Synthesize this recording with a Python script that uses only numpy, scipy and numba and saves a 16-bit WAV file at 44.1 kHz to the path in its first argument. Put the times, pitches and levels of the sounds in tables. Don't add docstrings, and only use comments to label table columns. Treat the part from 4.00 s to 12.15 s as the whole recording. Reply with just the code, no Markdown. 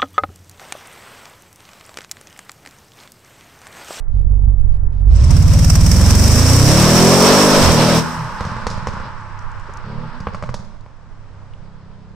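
import sys
import numpy as np
from scipy import signal
from scipy.fft import rfft, irfft, next_fast_len
from scipy.io import wavfile
from scipy.ndimage import uniform_filter1d
from numba import njit

SR = 44100
rng = np.random.default_rng(int(sys.argv[2]) if len(sys.argv) > 2 else 0)


def voltage_ratio(level):
    return 10 ** (np.asarray(level, float) / 20)


def wav_record(signal):
    frames = np.transpose(np.atleast_2d(signal))
    bounded = np.clip(frames, -1, 1)
    quanta = np.round(bounded * 32767).astype(np.int16)
    wavfile.write(sys.argv[1], SR, quanta)


N = 359396
PADDED = next_fast_len(N, real=True)
T = np.arange(N) / SR

# start in seconds, state of the engine.
PEDAL = [(0, "idle"), (1.065, "pull"), (3.615, "cut"), (3.71, "pull"), (4.01, "lift"), (4.36, "overrun"),
         (5.08, "coast"), (5.2, "drone"), (5.62, "coast"), (5.84, "blip"), (6.08, "overrun"),
         (6.74, "coast"), (7.18, "drone"), (7.6, "feather")]
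SHIFT_S, LIFT_S = PEDAL[2][0], PEDAL[4][0]


def by_state(table):
    starts, states = zip(*PEDAL)
    now = np.searchsorted(starts, T, side="right") - 1
    values = np.array([table[state] for state in states], float)[now].T
    return uniform_filter1d(values, int(0.045 * SR), mode="nearest")


# tilt in dB per order, roughness from 0 to 1.
BURN = dict(idle=(0, .12), pull=(0, .08), cut=(-.5, .2), lift=(-1.5, .6), overrun=(-1.8, .85),
        coast=(-4.5, .15), drone=(-6, .06), blip=(0, .1), feather=(.3, .08))
# frequency in Hz, level in dB per Hz.
RASP = [(150, -15.5), (250, -6), (308, -12), (412, -10), (490, -5.5), (576, -3), (770, -12), (983, -8.5),
        (1820, -18.5), (4000, -19), (5200, -19.5), (8800, -120)]
# frequency in Hz, level in dB per Hz.
JET = [(1470, -9), (2500, -11), (3320, -20), (4430, -14.5), (4860, -5), (5250, -0.5), (5450, 3.5),
       (5930, -2), (6850, -8.5), (8490, -6), (8950, -12), (10400, -15), (11200, -21), (13000, -14),
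       (15500, -25)]
LOAD_START_S, LOAD_FULL_S = 1.06, 1.16
BITE_S = 1.12
STRONGEST_S, GUST_S = 0.301, 1.698


def engine():
    hz = revs()
    cycles = np.cumsum(hz) / SR
    since_strongest = cycles - cycles[int(STRONGEST_S * SR)]
    since_gust = cycles - cycles[int(GUST_S * SR)]
    load = np.interp(T, [LOAD_START_S, LOAD_FULL_S], [0, 1])
    note_db, rasp_db, jet_db = levels(hz)

    tilt_db, rough = by_state(BURN)
    tilt_db = tilt_db - 0.04 * (T < SHIFT_S) * np.log2(hz / 28)
    tilt_db = tilt_db - 0.35 * bump(BITE_S, 0.13)
    idling = (1 - load) * idle(since_strongest)
    pulling = load * loaded(since_gust, hz, tilt_db, rough)
    pump = (1 - load) * voltage_ratio(-54.5 + 2.5 * walk(6)) * np.sin(2 * np.pi * 462 * T)
    shield = voltage_ratio(-35) * bump(1.27, 0.11) * np.sin(2 * np.pi * 345 * T)
    note = voltage_ratio(note_db) * (idling + pulling) + pump + shield

    share = np.clip((11 / hz) ** 1.3, 0.15, 0.5)
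    rasp = voltage_ratio(rasp_db - 4.5 + 1.4 * walk(24.63)) * gust(since_gust, 0.05 * share, 0.12)
    rasp = rasp * hiss(RASP, 270, 1100)
    jet = voltage_ratio(jet_db + walk(40)) * gust(since_gust, share, 0.065) * hiss(JET, 4000, 11000)
    bright = np.interp(T, [1.12, 1.4, 4.05, 4.9], [0, 1, 1, 0])
    dull_jet = signal.sosfiltfilt(signal.butter(6, 9300, fs=SR, output="sos"), jet)
    return note, rasp + bright * jet + (1 - bright) * dull_jet


CYLINDERS_DB = [0, -2, -6.5, -3, -8.5, -6, -2.2, -7]
# frequency in Hz, width in Hz, level in dB.
IDLE_PIPE = [(54.3, 23.7, 1.5), (92, 131, -2), (129.6, 109, -4)]


def idle(cycles):
    firing = np.floor(8 * cycles).astype(int)
    at = np.flatnonzero(np.diff(firing))
    strength, lateness = rng.standard_normal((2, len(at)))
    late_at = np.clip(at + (25 * lateness).astype(int), 0, N - 1)
    pulses = np.zeros(N)
    pulses[late_at] = voltage_ratio(np.take(CYLINDERS_DB, firing[at + 1] % 8) + 1.2 * strength)

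    thud = np.zeros(N)
    for k, (hz, width, db) in enumerate(IDLE_PIPE):
        thud += (-1) ** k * voltage_ratio(db) * ring(pulses, hz, width)
    thud = dull(thud, 147, order=4)
    thud = -thud / np.std(thud[:SR])

    shake = ring(rng.standard_normal(N), 330, 260) + 0.89 * ring(rng.standard_normal(N), 300, 400)
    shaking = np.clip(thud, 0.2, None) ** 0.47 * unit(shake)
    rattle = unit(ring(rng.standard_normal(N), 900, 1100))
    rattling = np.clip(thud - 1.2, 0, None) ** 2 * rattle
    return thud + voltage_ratio(-44) * dull(rattling, 1500, order=4) + voltage_ratio(-29.5) * dull(shaking, 900, order=4)


# order (times per engine cycle), level in dB.
ORDERS_CRAWL = [(1, -32), (2, -18.5), (3, -17.5), (4, -16.5), (5, 3.5), (6, -20.5), (7, -11.5), (8, -4),
                (9, -9), (10, -26), (11, -18), (12, -29.5), (13, -19), (14, -30), (15, -30), (16, -24)]
ORDERS_SLOW = [(1, -9), (2, -10), (3, 0), (4, -4), (5, -2), (6, -6), (7, -13), (8, -7), (9, -8), (10, -20),
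               (11, -15), (12, -24), (13, -23), (14, -20), (15, -31), (16, -24)]
ORDERS_MID = [(1, -15), (2, -7), (3, 0), (4, -1), (5, -6), (6, -12), (7, -21), (8, -18), (9, -9), (10, -18),
              (11, -16), (12, -22), (13, -23), (14, -25), (15, -27), (16, -26)]
ORDERS_RISE = [(1, -15), (2, -7), (3, 0), (4, -1), (5, -8), (6, -17), (7, -17), (8, -14), (9, -10),
               (10, -27), (11, -25), (12, -25), (13, -23), (14, -28), (15, -24), (16, -21)]
ORDERS_CLIMB = [(1, -12), (2, -7), (3, -2), (4, 0), (5, 0), (6, -4), (7, -18), (8, -13), (9, -8), (10, -15),
                (11, -15), (12, -14), (13, -15), (14, -13), (15, -18), (16, -14)]
ORDERS_TOP = [(1, -28), (2, -12), (3, -3), (4, 0), (5, -1), (6, -5), (7, -12), (8, -4), (9, 1), (10, -12),
              (11, -6), (12, -5), (13, -11), (14, -16), (15, -14), (16, -18)]
ORDERS_PEAK = [(1, -21), (2, -13), (3, -4), (4, 0), (5, -2), (6, -7), (7, -13), (8, -3), (9, -4), (10, -10),
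               (11, -4), (12, -9), (13, -14), (14, -18), (15, -17), (16, -17)]
ORDERS_SECOND = [(1, -21), (2, -13), (3, -7), (4, 0), (5, -5), (6, -4), (7, -18), (8, -12), (9, -15),
                 (10, -22), (11, -12), (12, -17), (13, -18), (14, -18), (15, -15), (16, -19)]
ORDERS_FAR = [(1, -22), (2, -9), (3, 0), (4, -4), (5, -1), (6, -3), (7, -21), (8, -21), (9, -28), (10, -25),
              (11, -22), (12, -27), (13, -17), (14, -26), (15, -29), (16, -24)]
ORDERS_CUT = [(1, -6), (2, 0), (3, -4), (4, -5), (5, -9), (6, -9), (7, -19), (8, -11), (9, -10), (10, -11),
              (11, -13), (12, -11), (13, -11), (14, -13), (15, -9), (16, -10)]
ORDERS_BLIP = [(1, -17), (2, -15), (3, -1), (4, 0), (5, -6), (6, -5), (7, -26), (8, -23), (9, -23),
               (10, -30), (11, -15), (12, -21), (13, -12), (14, -24), (15, -19), (16, -20)]
ORDER_SPEEDS_HZ = [11, 18.2, 22, 30, 39, 46, 51]
# change in dB, one row per table above.
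UPPER_DB = [
    [-24],
    [-23],
    [-15],
    [-12],
    [-8],
    [-10],
    [-10],
    [-8],
    [-16],
    [-8],
    [-12],
]


def loaded(cycles, hz, tilt_db, rough):
    tables = np.array([ORDERS_CRAWL, ORDERS_SLOW, ORDERS_MID, ORDERS_RISE, ORDERS_CLIMB, ORDERS_TOP,
                       ORDERS_PEAK, ORDERS_SECOND, ORDERS_FAR, ORDERS_CUT, ORDERS_BLIP])[:, :, 1]
    tables = np.hstack([tables, tables[:, -8:] + UPPER_DB])
    far = np.interp(T, [4.0, 4.1], [0, 1])
    second = np.interp(T, [3.6, 3.63], [0, 1])
    cut = np.interp(T, [3.615, 3.635, 3.7, 3.725], [0, 1, 1, 0])
    blip = np.interp(T, [5.8, 5.9, 6.1, 6.15], [0, 1, 1, 0])
    note, power = 0, 0
    for k, db in enumerate(tables.T, start=1):
        second_db, far_db, cut_db, blip_db = db[7:]
        first_db = np.interp(hz, ORDER_SPEEDS_HZ, db[:7])
        gear_db = second_db + cut * (cut_db - second_db)
        near_db = first_db + second * (gear_db - first_db)
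        distant_db = far_db + blip * (blip_db - far_db)
        steps = np.where(far > 0, abs(k - 3), k - 3)
        gain = voltage_ratio(near_db + far * (distant_db - near_db) + tilt_db * steps)
        delay = 0.12 + 0.05 * k
        slip = 1.1 * rough * np.sqrt(k) * (1 + (k > 9)) * walk(16)
        wobble = voltage_ratio(9 * rough * walk(18))
        note = note + gain * wobble * np.sin(2 * np.pi * k * (cycles - delay) + slip)
        power = power + gain ** 2 / 2
    return note / np.sqrt(power)


# moment in seconds, size in dB above the usual.
HARD_GUSTS = [(1.241, 3), (1.307, 8.5), (1.643, 2), (1.7, 6.5), (1.753, 6), (1.862, 2.5), (1.916, 2.5),
              (2.013, 0), (1.968, 0.5), (1.53, 0), (2.06, -2.5)]


def gust(cycles, share, width):
    turn = (cycles + 0.44) % 1 - 0.5
    count = np.floor(cycles + 0.44).astype(int)
    size_db = 1.6 * rng.standard_normal(N // 100)
    for s, extra_db in HARD_GUSTS:
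        size_db[count[int((s + 0.005) * SR)]] = extra_db
    side_width = np.where(turn < 0, 0.6 * width, 1.7 * width)
    return 1 - share + 1.58 * share * voltage_ratio(size_db)[count] * np.exp(-(turn / side_width) ** 2)


# (Hz, half the crank rate).
SPEED = [(1.04, 5.9), (1.325, 17.1), (1.5, 18.05), (1.8, 18.35), (2.18, 22.8), (2.55, 30.7), (3.08, 44.1),
         (3.35, 49.8), (3.56, 52.1), (3.6, 50), (3.625, 44), (3.7, 42), (3.76, 38.3), (3.9, 40.9),
         (4.05, 40.5), (5.5, 31.6), (7.65, 32.1), (8.15, 33.6)]
HUNT_S = 0.9


def revs():
    hunting = 5.78 + 0.28 * np.cos(2 * np.pi * (T - 0.37) / HUNT_S)
    since = T - 5.8
    rise_s, hold_s, sag_s = 0.21, 0.53, 0.33
    blip = np.clip(since / rise_s, 0, 1) * np.exp(-np.clip(since - rise_s - hold_s, 0, None) / sag_s)
    return np.where(T < SPEED[0][0], hunting, along(SPEED)[0] + 7.7 * blip)


# exhaust note in dB, throttle from 0 shut to 1 open, extra rasp in dB.
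PUSH = dict(idle=(-16.5, 0, 0), pull=(-8.5, 0.9, 0), cut=(-8.5, 1, 0.78), overrun=(-38.5, 0, 0),
        lift=(-30.5, 0, 0), coast=(-37, 0, -5.5), drone=(-31.5, 0, -8), blip=(-24, 0, 0.69),
        feather=(-31, 0, 4.4))
# moment in seconds, change in level in dB.
AWAY = [(3.3, 2), (4.14, -9.5), (5.3, -16.5), (6.35, -21), (6.67, -35), (8.15, -38.5)]
IDLE_RASP_DB, IDLE_JET_DB = -63, -78


def levels(hz):
    note_db, throttle, extra_db = by_state(PUSH)
    loss_db, = along(AWAY)
    swell_db = 3 * np.cos(2 * np.pi * (T - 0.39) / HUNT_S)
    swell_db = swell_db - 18.5 * np.clip(1 - T / 0.17, 0, 1)
    note_db = note_db + (1 - throttle) * (T < SHIFT_S) * swell_db
    note_db = note_db + 3.5 * bump(BITE_S, 0.04)
    note_db = note_db - 2.5 * throttle * np.log2(np.maximum(hz / 18, 1))
    note_db = note_db + 0.29 * loss_db

    short_db = -15.5 * np.exp(-(T - 1.3) / 0.51)
    revving = voltage_ratio(-11 + 13 * np.log2(np.minimum(hz, 45) / 46))
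    rasp_open = 20 * np.log10(np.hypot(voltage_ratio(-29), revving)) + 0.35 * short_db
    rasp_shut = -25 + loss_db
    rasp_db = rasp_shut + throttle * (rasp_open - rasp_shut) + extra_db

    rundown_db = 18 * np.exp(-np.clip(T - LIFT_S, 0, None) / 0.5)
    jet_open = -16.5 + short_db + 0.69 * loss_db
    jet_shut = -48.5 + 0.69 * loss_db + rundown_db
    jet_db = jet_shut + throttle * (jet_open - jet_shut)

    rush = 1 - np.exp(-np.clip(T - LOAD_START_S, 0, None) / 0.033)
    rasp_db = IDLE_RASP_DB + rush * (rasp_db - IDLE_RASP_DB)
    return note_db, rasp_db, IDLE_JET_DB + rush * (jet_db - IDLE_JET_DB)


# moment in seconds, crack level in dB, thump level in dB, sizzle level in dB.
POPS = [(4.4065, -11, -22, -35), (4.45, -16, -23, -36), (4.465, -21, -24, -43), (4.492, -20, -32, -46),
        (4.514, -17, -24, -44), (4.564, -17, -30, -44), (4.62, -29, -30, -48), (4.667, -6, -22, -24),
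        (4.7, -28, -28, -33), (4.711, -20, -28, -39), (4.737, -26, -27, -48), (4.774, -28, -25, -44),
        (4.822, -28, -28, -50), (4.87, -9, -24, -31), (4.884, -19, -24, -41), (4.934, -25, -26, -46),
        (4.967, -21, -28, -48), (4.999, -23, -29, -49), (5.694, -27, -39, -54), (6.202, -28, -26, -42),
        (6.269, -8, -24, -56), (6.284, -24, -30, -54), (6.334, -28, -32, -50), (6.345, -16, -29, -40),
        (6.424, -15, -29, -41), (6.436, -17, -28, -50), (6.46, -29, -35, -52), (6.49, -16, -27, -45),
        (6.541, -16, -29, -29), (6.591, -34, -31, -52), (6.861, -32, -44, -62)]
# frequency in Hz, level in dB per Hz.
SIZZLE = [(880, -33), (1500, -10), (2280, -25), (3500, -1), (5210, 4.5), (8110, -7.5), (12000, -27),
          (15600, -55), (22000, -120)]


def pops():
    t = np.arange(SR // 10) / SR
    body, fizz = np.zeros((2, N + len(t)))
    sizzle = hiss(SIZZLE, 4200, 9000)[0]
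    spray = unit(ring(rng.standard_normal(N), 900, 1200))

    def tone(hz):
        return np.sin(2 * np.pi * hz * t)

    def swell(peak_s):
        return t / peak_s * np.exp(1 - t / peak_s)

    for s, crack_db, thump_db, sizzle_db in POPS:
        low, high = rng.random(2)
        start = int((s + 0.0012) * SR)
        at = slice(start, start + len(t))
        thump = -tone(72 + 55 * low) * swell(0.0038)
        crack = (-0.4 * tone(560) - tone(950 + 250 * high)) * np.exp(-t / 0.0021)
        crack = crack + 0.2 * spray[at] * np.exp(-t / 0.007)
        tailpipe = tone(480 + 150 * low) * np.exp(-t / 0.006)
        silencer_box = tone(192.3) * swell(0.0054) / 2
        box_neck = tone(820) * np.exp(-t / 0.0033)
        body[at] += voltage_ratio(thump_db + 5.5) * thump + voltage_ratio(crack_db - 1.5) * crack
        body[at] += voltage_ratio(thump_db + 4.5) * silencer_box
        body[at] -= voltage_ratio(crack_db - 9) * tailpipe + voltage_ratio(crack_db - 12.5) * box_neck
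        fizz[at] += voltage_ratio(sizzle_db - 4) * sizzle[at] * (np.exp(-t / 0.0037) + 0.36 * np.exp(-t / 0.029))
    body -= 0.58 * ring(body, 344, 300)
    return dull(body[:N], 2700, order=3) + dull(fizz[:N], 13000, order=4)


# frequency in Hz, level in dB per Hz.
TYRE_ROAR = [(350, -41), (600, -16), (710, -24.5), (863, 3.5), (1010, 3), (1550, -2), (2170, -14),
             (2940, -20), (3630, -32.5), (5000, -43), (6500, -77), (11000, -120)]


def tyres():
    rise = np.interp(T, [2.5, 4.0], [0, 1])
    return rise * voltage_ratio(-19.5 + along(AWAY)[0] + 0.82 * walk(12)) * hiss(TYRE_ROAR, 897, 1700)


@njit
def walls(x, lags, gain, damp):
    line, soft, out = np.zeros((8, 8192)), np.zeros(8), np.zeros((2, len(x)))
    for i in range(len(x)):
        total = 0.
        for k in range(8):
            soft[k] += (1 - damp) * (gain[k] * line[k, (i - lags[k]) & 8191] - soft[k])
            total += soft[k]
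            out[k % 2, i] += soft[k]
        for k in range(8):
            line[k, i & 8191] = x[i] + soft[k] - total / 4
    return out


# moment in seconds, level in dB, pitch in Hz, left minus right in dB.
TICKS = [
    (5.3906, -36.5, 5630, -7),
    (5.517, -41, 6100, -4),
    (5.597, -41.5, 6860, -4),
    (5.737, -39, 6000, 11),
    (5.7718, -34, 5060, 12),
    (6.472, -44, 4590, 4),
    (6.5006, -40, 5300, 13),
    (6.6486, -45.5, 5100, -8),
    (6.8086, -46, 4600, 10),
]
TWIG = [(7.536, -34.5, 2630, -0.84)]


def ticks():
    t = np.arange(SR // 20) / SR
    out = np.zeros((2, N))
    for s, db, hz, pan_db in TICKS + TWIG:
        at = slice(int(s * SR), int(s * SR) + len(t))
        snap = ring(ring(rng.standard_normal(len(t)), hz, 0.45 * hz), hz, 0.45 * hz)
        sides_db = np.array([[pan_db], [-pan_db]]) / 2
        out[:, at] += voltage_ratio(db - 6 + sides_db) * unit(snap) * np.exp(-t / 0.0028)
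    start = int(5.688 * SR)
    out[:, start:start + len(t)] += voltage_ratio(-32) * np.sin(2 * np.pi * 410 * t) * np.exp(-t / 0.009)
    return out


# centre in seconds, level in dB, half length in seconds.
PUFFS = [
    (0.0, -11.5, 0.023),
    (0.54, -20.5, 0.79),
    (1.725, -21, 0.27),
    (2.707, -30, .35),
    (3.667, -22, 0.12),
    (4.766, -38, 0.42),
    (5.405, -36.5, 0.37),
    (6.302, -36, 0.5),
    (7.409, -46.5, 0.22),
]


def wind():
    band = signal.butter(3, [6, 24], "band", fs=SR, output="sos")
    buffeting = unit(signal.sosfilt(band, rng.standard_normal((2, N))))
    blow = voltage_ratio(-42.5) + sum(voltage_ratio(db) * bump(s, half_s) for s, db, half_s in PUFFS)
    return blow * voltage_ratio(np.array([2 * walk(7.2), 1 + 2 * walk(5.5)])) * buffeting


# frequency in Hz, level in dB per Hz.
TOWN = [(24, -26), (40, 0.5), (64, -6), (113, -4.5), (167, -14), (352, -23.5), (484, -22), (1120, -25),
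        (2530, -37.5), (4460, -42.5), (4880, -41.5), (8040, -51), (9000, -58), (11700, -85.5),
        (19800, -120)]
# moment in seconds, level in dB.
TOWN_DB = [(0, -40.5), (.15, -48.5), (.43, -51.5), (.7, -43), (1.05, -43.5), (4, -36.5), (8.15, -45)]


def town():
    return voltage_ratio(along(TOWN_DB)[0] + 0.8 * walk(3.4)) * hiss(TOWN, 25, 12000)


# frequency in Hz, likeness from 0 to 1.
LIKENESS = [(60, 0.4), (130, 0.2), (290, 0.82), (640, 1), (1410, 0.72), (3100, 0.45), (6820, 0.19),
            (15000, 0.2)]


def hiss(spectrum, lo_hz, hi_hz):
    alike = np.clip(over_hz(LIKENESS), 0, 1)
    mid, side = rfft(rng.standard_normal((2, PADDED))) * voltage_ratio(over_hz(spectrum))
    shared, apart = mid * np.sqrt(1 + alike), side * np.sqrt(1 - alike)
    pair = np.array([shared + apart, shared - apart])
    band = slice(int(lo_hz * PADDED / SR), int(hi_hz * PADDED / SR))
    return irfft(pair, PADDED)[:, :N] * PADDED / np.sqrt(np.sum(abs(pair[:, band]) ** 2))


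def along(table):
    s, *columns = np.transpose(table)
    return [np.interp(T, s, column) for column in columns]


def over_hz(table):
    hz, value = np.transpose(table)
    bins_hz = np.arange(PADDED // 2 + 1) * SR / PADDED
    return np.interp(np.log(bins_hz + 1), np.log(hz), value)


def bump(centre_s, half_s):
    return np.exp(-((T - centre_s) / half_s) ** 2)


def unit(x):
    return x / np.sqrt(np.mean(x ** 2))


def walk(rate):
    k = int(SR / rate)
    held = np.repeat(rng.standard_normal(N // k + 1), k)
    return unit(uniform_filter1d(uniform_filter1d(held, k), k)[:N])


def ring(x, hz, width):
    return signal.lfilter(*signal.iirpeak(hz, hz / width, fs=SR), x)


def dull(x, hz, order):
    return signal.sosfilt(signal.butter(order, hz, fs=SR, output="sos"), x)


def scene():
    note, gas = engine()
    bangs = pops()
    lags = rng.integers(900, 5000, 8)
    gain = voltage_ratio(-60 * lags / SR / 0.71)
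    fronts = walls(0.46 * note + 0.6 * bangs + 0.37 * gas[0], lags, gain, 0.14)
    return note + bangs + gas + voltage_ratio(-8) * fronts + tyres() + ticks() + wind() + town()


def top_cut(x):
    return signal.sosfilt(signal.butter(12, 15670, fs=SR, output="sos"), x)


# frequency in Hz, left minus right in dB.
PORTS = [(22, -13), (46, -12), (64, -3), (130, -1.2), (300, .3), (700, 0), (1300, -2), (2400, 2.5),
         (5400, -7), (8200, 13.5), (12500, 7), (15000, 5)]


def record(dry):
    lean = voltage_ratio(np.array([[0.5], [-0.5]]) * over_hz(PORTS))
    ports = irfft(rfft(dry, PADDED) * lean * 2 / lean.sum(axis=0), PADDED)[:, :N]
    rounded = ports / (1 + abs(ports) ** 5) ** (1 / 5)
    rounded = signal.sosfilt(signal.ellip(10, 0.2, 60, 15670, fs=SR, output="sos"), rounded)
    bass = signal.sosfiltfilt(signal.butter(10, 2300, fs=SR, output="sos"), rounded)
    open_now = (np.arange(N) > 1.06 * SR) | (walk(14) > 0.5)
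    kept = uniform_filter1d(1.0 * open_now, size=600)
    return top_cut(bass + kept * (rounded - bass))


dry = scene()
out = record(dry)
wav_record(out)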